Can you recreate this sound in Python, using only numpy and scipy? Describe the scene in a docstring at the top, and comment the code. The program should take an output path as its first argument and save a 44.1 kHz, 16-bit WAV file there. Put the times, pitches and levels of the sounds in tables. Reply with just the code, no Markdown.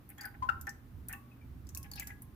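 """Whey drips from a lump of wet curd on a wooden spoon over a steel pot, close to the microphone.
Drops trap bubbles that plop, wet films snap with tiny ticks, and the soft curd squelches.
The air in the pot rings after each, and a small room answers.
Underneath lie low handling rumble, a faint drone, hum and hiss."""
import sys
import numpy as np
from scipy import signal
from scipy.fft import rfft, irfft, next_fast_len
from scipy.io import wavfile

SR = 44100
rng = np.random.default_rng(int(sys.argv[2]) if len(sys.argv) > 2 else 0)


def unload_audio(sound):
    """Save the sound as a 16-bit wav file, at the path given as the first command line argument."""
    columns = np.transpose(np.atleast_2d(sound))
    # keep every value between -1 and 1, then stretch to whole-number steps
    steps = np.round(np.clip(columns, -1, 1) * 32767)
    wavfile.write(sys.argv[1], SR, steps.astype(np.int16))


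N = 103635

# the pot's sound field at the microphone: pitch_hz, left_over_right_db
POT_PAN = [(1050, 7), (1420, 18.5), (1800, 1), (2500, 7.5)]
# colour of a wet impact: frequency_hz, gain_db
WET_COLOUR = [(400, 2), (850, 14), (2700, 2), (4500, -8), (9000, -32)]
# swarms of tiny bubbles in the curd: start_s, length_s, level_db, middle_pitch_hz
SWARMS = [(0.097, 0.027, -63.5, 2160), (0.177, 0.11, -55.5, 1704), (0.342, 0.014, -59, 1870),
          (.67, .02, -46.5, 1670), (1.095, 0.059, -54, 1910), (1.84, 0.028, -61.5, 2400),
          (1.954, .05, -56.5, 4800), (1.973, 0.064, -55, 2370), (2.068, 0.062, -59, 1940)]
SWELL_CYCLES = 5.57  # attack of a plop or of the pot's hollow note


def amp(db):
    """Decibels to gain."""
    return 10 ** (np.asarray(db) / 20)


def unit(x):
    """Scaled to rms 1."""
    return x / np.sqrt(np.mean(x ** 2) + 1e-20)


def along(points, hz):
    """Read (frequency_hz, value) points at hz, on a log axis."""
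    freqs, values = np.transpose(points)
    return np.interp(np.log(hz + 1), np.log(freqs + 1), values)


def sides(pan_db):
    """Left and right gain as a column; positive is to the left."""
    return amp(np.array([[pan_db], [-pan_db]]) / 2)


def add(track, start_s, sound):
    """Mix a stereo sound into the track."""
    i = round(start_s * SR)
    track[:, i:i + sound.shape[1]] += sound[:, :N - i]


def filtered(x, response):
    """x through a response given as a function of Hz."""
    size = next_fast_len(N + SR // 2)
    return irfft(rfft(x, size) * response(np.fft.rfftfreq(size, 1 / SR)), size)[..., :N]


def burst(envelope, colour, size=512):
    """Stereo noise under an envelope, coloured by a minimum-phase filter of energy 1."""
    cepstrum = irfft(np.log(amp(along(colour, np.fft.rfftfreq(size, 1 / SR)))))
    cepstrum[1:size // 2] *= 2
    cepstrum[size // 2 + 1:] = 0
    impulse = irfft(np.exp(rfft(cepstrum)))
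    impulse /= np.linalg.norm(impulse)
    white = envelope * rng.standard_normal((2, len(envelope)))
    return signal.fftconvolve(white, impulse[None], axes=1)


def noise(colour, side_db):
    """Steady coloured stereo noise of rms 1."""
    mid, side = filtered(rng.standard_normal((2, N)), lambda hz: amp(along(colour, hz)))
    return unit(np.array([mid + amp(side_db) * side, mid - amp(side_db) * side]))


def waver(hz, t, width_over_pitch=0.0079):
    """Phase drift (rad) of a note over trembling liquid."""
    return np.cumsum(rng.standard_normal(len(t))) * np.sqrt(2 * np.pi * width_over_pitch * hz / SR)


def background():
    """Handling rumble at the microphone, over the room's drone, hum and hiss."""
    # the hand's rumble as it comes and goes: time_s, level_db
    handling = [(0, -57), (.2, -64), (.42, -50.5), (.65, -50), (.82, -60), (.98, -47), (1.15, -54),
                (1.3, -68), (1.47, -48.5), (2.05, -49.5), (2.35, -57)]
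    # colours of the three noises: frequency_hz, gain_db
    rumble_colour = [(15, -21.5), (48, 2), (76, 7.5), (135, -3), (400, -22), (900, -54.5)]
    drone_colour = [(30, -10), (70, -2.5), (270, 2.5), (480, -17.5), (3000, -49.5)]
    hiss_colour = [(1200, -3), (3500, -15.5), (8000, -23.5), (11000, -18), (15200, -12), (16000, -79)]
    # steady hum tones: pitch_hz, level_db
    hum_tones = [(120, -61.5), (241, -69.5)]
    t = np.arange(N) / SR
    rumble = amp(np.interp(t, *np.transpose(handling))) * noise(rumble_colour, side_db=-11.5)
    hum = sum(amp(db) * np.sqrt(2) * np.sin(2 * np.pi * (hz * t + rng.random())) for hz, db in hum_tones)
    drone = amp(-60) * noise(drone_colour, side_db=-14.5)
    hiss = amp(-67) * noise(hiss_colour, side_db=-0.5)
    return sides(pan_db=-3.5) * (rumble + hum) + drone + hiss


def room(x, build_s=0.0038):
    """The small room's diffuse tail, fed from the left channel; the bass lasts longest."""
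    # reverberation time: frequency_hz, t60_s
    decay_times = [(300, 0.93), (1400, 0.33), (4500, 0.25), (12000, 0.31)]
    hz, t, spectra = signal.stft(rng.standard_normal((2, SR // 2)), SR, nperseg=256)
    envelope = amp(-60 * t / along(decay_times, hz)[:, None]) * (1 - np.exp(-t / build_s))
    tail = signal.istft(spectra * envelope, SR)[1]
    return signal.fftconvolve(x[:1], tail / np.linalg.norm(tail[0]), axes=1)[:, :N]


def walls(x):
    """Early echoes from the pot and what stands near it."""
    # reflections: delay_s, left_gain, right_gain
    echoes = [(.0031, 0.067, -0.23), (.0066, 0.19, 0.15)]
    return filtered(x, lambda hz: sum(np.array([[left], [right]]) * np.exp(-2j * np.pi * hz * delay_s)
                                      for delay_s, left, right in echoes))


def pot_air(x, lift_start_s=1.5, lift_length_s=0.3):
    """The pot's air rings; other modes take over as the curd is lifted."""
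    # air modes: pitch_hz, width_hz, curd_low_db, curd_lifted_db
    modes = [(811, 22.7, 4.5, 3), (1506, 15, 7, -54), (1668, 11.4, -38, 16), (1797, 55, 0, -17)]
    pitches, widths, low_db, lifted_db = np.transpose(modes)

    def ring(gains_db):
        return lambda f: sum(amp(db) * 1j * f * width / (hz * hz - f * f + 1j * f * width)
                             for hz, width, db in zip(pitches, widths, gains_db))

    lifted = np.clip((np.arange(N) / SR - lift_start_s) / lift_length_s, 0, 1)
    return filtered(x * (1 - lifted), ring(low_db)) + filtered(x * lifted, ring(lifted_db))


def hollows(t60_s=0.54):
    """A heavy drop wakes the pot's hollow note, whose pitch shifts as the curd moves."""
    # hollow notes: start_s, pitch_hz, level_db
    notes = [(0.427, 1055, -46.5), (1.127, 1133, -55.5), (1.75, 1077, -60), (2.222, 1047, -66.5)]
    out, t = np.zeros((2, N)), np.arange(SR // 2) / SR
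    for start_s, hz, db in notes:
        envelope = amp(db - 60 * t / t60_s) * (1 - np.exp(-t * hz / SWELL_CYCLES))
        tone = np.sin(2 * np.pi * hz * t + waver(hz, t))
        add(out, start_s, sides(along(POT_PAN, hz)) * envelope * tone)
    return out


def squishes(under_swarm_db=-14):
    """The wet noise of the curd giving way under each swarm."""
    out, t = np.zeros((2, N)), np.arange(SR // 5) / SR
    for start_s, length_s, db, _ in SWARMS:
        add(out, start_s, burst(amp(db + under_swarm_db) * (t < length_s), WET_COLOUR))
    return out


def squelches(bubbles_per_s=1500, log_pitch_spread=0.12, t60_cycles=12.7, swell_db=0.5):
    """Whey runs into the soft curd and frees a swarm of tiny, short-lived bubbles."""
    out, t = np.zeros((2, N)), np.arange(SR // 25) / SR
    for start_s, length_s, db, middle_hz in SWARMS:
        swarm = np.zeros((2, N))
        count = max(2, int(length_s * bubbles_per_s))
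        for k, (jitter, detune, size, lead) in enumerate(rng.standard_normal((256, 4))[:count]):
            hz = middle_hz * np.exp(log_pitch_spread * detune)
            strength = np.exp(size / 2) * amp(swell_db * k / count)  # later bubbles are a touch louder
            envelope = amp(-60 * t * hz / t60_cycles) * (1 - np.exp(-t * hz))
            tone = np.sin(2 * np.pi * hz * t + np.array([[lead], [-lead]]))
            add(swarm, start_s + length_s * (k + jitter / 2) / count, strength * envelope * tone)
        swarm = unit(swarm) * np.sqrt(length_s * SR / N)  # rms about 1 while it lasts
        out += amp(db) * sides(along(POT_PAN, middle_hz)) * swarm
    return out


def tinted(colour, spread_db=3):
    """A colour with random peaks and dips, as no two films ring alike."""
    hz = np.linspace(200, SR / 2, 32)
    return np.transpose([hz, along(colour, hz) + spread_db * rng.standard_normal(len(hz))])


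def ticks(rise_s=0.00036, snap_t60_s=0.0046, scatter_t60_s=0.053, scatter_db=-8.5):
    """A wet film snaps and the crack scatters between the pot's walls."""
    # snapping films: start_s, treble_db, upper_middle_db
    films = [(0.091, -36, -66), (0.1005, -35, -62), (0.181, -42, -44.5), (0.211, -32.5, -37),
             (0.233, -43, -44), (0.2535, -27, -53), (.612, -30, -38.5), (0.669, -40, -41),
             (0.6928, -36.5, -31.5), (1.085, -24, -38), (1.127, -27.5, -40), (1.669, -52, -46),
             (1.69, -39.5, -36.5), (1.7486, -28, -30), (1.7736, -25, -33.5), (1.829, -35, -40),
             (1.9143, -34.5, -37), (1.9344, -35, -51), (1.958, -33, -56), (1.9971, -25, -29),
             (2.028, -39, -63), (2.0717, -28.5, -32), (2.22, -31.5, -53)]
    # colours of a snap's two bands: frequency_hz, gain_db
    treble = [(3000, -109), (8000, -1.5), (11000, 11.5), (15000, 9), (16500, -21)]
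    upper_middle = [(400, -31), (3500, -17), (5500, 0.5), (7800, 2), (11000, -51.5)]
    out, t = np.zeros((2, N)), np.arange(SR // 16) / SR
    snap = amp(-60 * t / snap_t60_s)
    scatter = amp(scatter_db - 60 * t / scatter_t60_s)
    envelope = (snap + scatter) * (1 - np.exp(-t / rise_s))
    for start_s, *bands_db in films:
        for colour, db in zip((treble, upper_middle), bands_db):
            add(out, start_s, 0.5 * amp(db) * burst(envelope, tinted(colour)))
    return sides(pan_db=1) * out


def plops(settle_s=0.0045, splat_db=-22, splat_t60_s=0.046):
    """A drop splats; the bubble it traps swells, settles on its pitch and dies away."""
    # trapped bubbles: start_s, pitch_hz, level_db, t60_s
    bubbles = [(0.182, 3320, -54.5, 0.064), (0.208, 4740, -41.5, 0.056), (0.242, 1714, -36.5, 0.08),
               (0.2532, 4740, -42, 0.026), (0.2545, 1505, -25, 0.016), (0.4209, 1030, -23, 0.1),
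               (0.425, 3190, -59, 0.07), (0.4878, 1293, -13.5, 0.041), (0.4931, 1568, -26, 0.026),
               (0.669, 1784, -33.5, 0.097), (1.132, 1755, -33, 0.032), (1.133, 2613, -35.5, 0.03),
               (1.314, 2540, -57.5, 0.08), (1.411, 2320, -59.5, 0.12), (1.767, 2620, -37, 0.017),
               (1.9155, 4570, -32.5, 0.013), (1.9348, 4380, -34, 0.017), (1.979, 2570, -40, 0.034),
               (2.003, 2270, -32.5, 0.024), (2.02, 2010, -34, 0.035), (2.103, 2028, -36.5, 0.038)]
    # phase between the channels at the microphone: pitch_hz, left_lead_rad
    left_lead = [(1050, 2.16), (1330, 3.1), (1520, 1.16)]
    out, t = np.zeros((2, N)), np.arange(SR // 5) / SR
    for start_s, hz, db, t60_s in bubbles:
        sharpness = 1.06 * amp(db)  # a stronger bubble starts sharper
        settling = sharpness * settle_s * (1 - np.exp(-t / settle_s))
        lead = along(left_lead, hz) * np.array([[0.5], [-0.5]])
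        phase = 2 * np.pi * hz * (t + settling) + waver(hz, t) + lead
        swell = 1 - np.exp(-(t * hz / SWELL_CYCLES) ** 2)
        envelope = amp(db - 60 * t / t60_s) * swell
        overtones = amp(3) * np.sin(2 * phase) + amp(-26) * np.sin(3 * phase)
        tone = np.sin(phase) + envelope * overtones  # purer as it gets softer
        add(out, start_s, sides(along(POT_PAN, hz)) * envelope * tone)
        add(out, start_s, burst(swell * amp(db + splat_db - 60 * t / splat_t60_s), WET_COLOUR))
    return out


def scene():
    """Close drips in the pot, with the room and its background behind them."""
    bubbles = plops() + squelches()
    snaps, squish = ticks(), squishes()
    # snaps and wet noise stir the pot's air harder than bubbles do
    stirring = bubbles + amp(9) * snaps + amp(19.5) * squish
    drips = bubbles + walls(bubbles) + snaps + squish + pot_air(stirring) + hollows()
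    return drips + amp(-12.5) * room(drips) + background()


def record(dry):
    """The microphone chain passes nothing above 16.5 kHz."""
    return filtered(dry, lambda hz: hz < 16500)


dry = scene()
out = record(dry)
unload_audio(out)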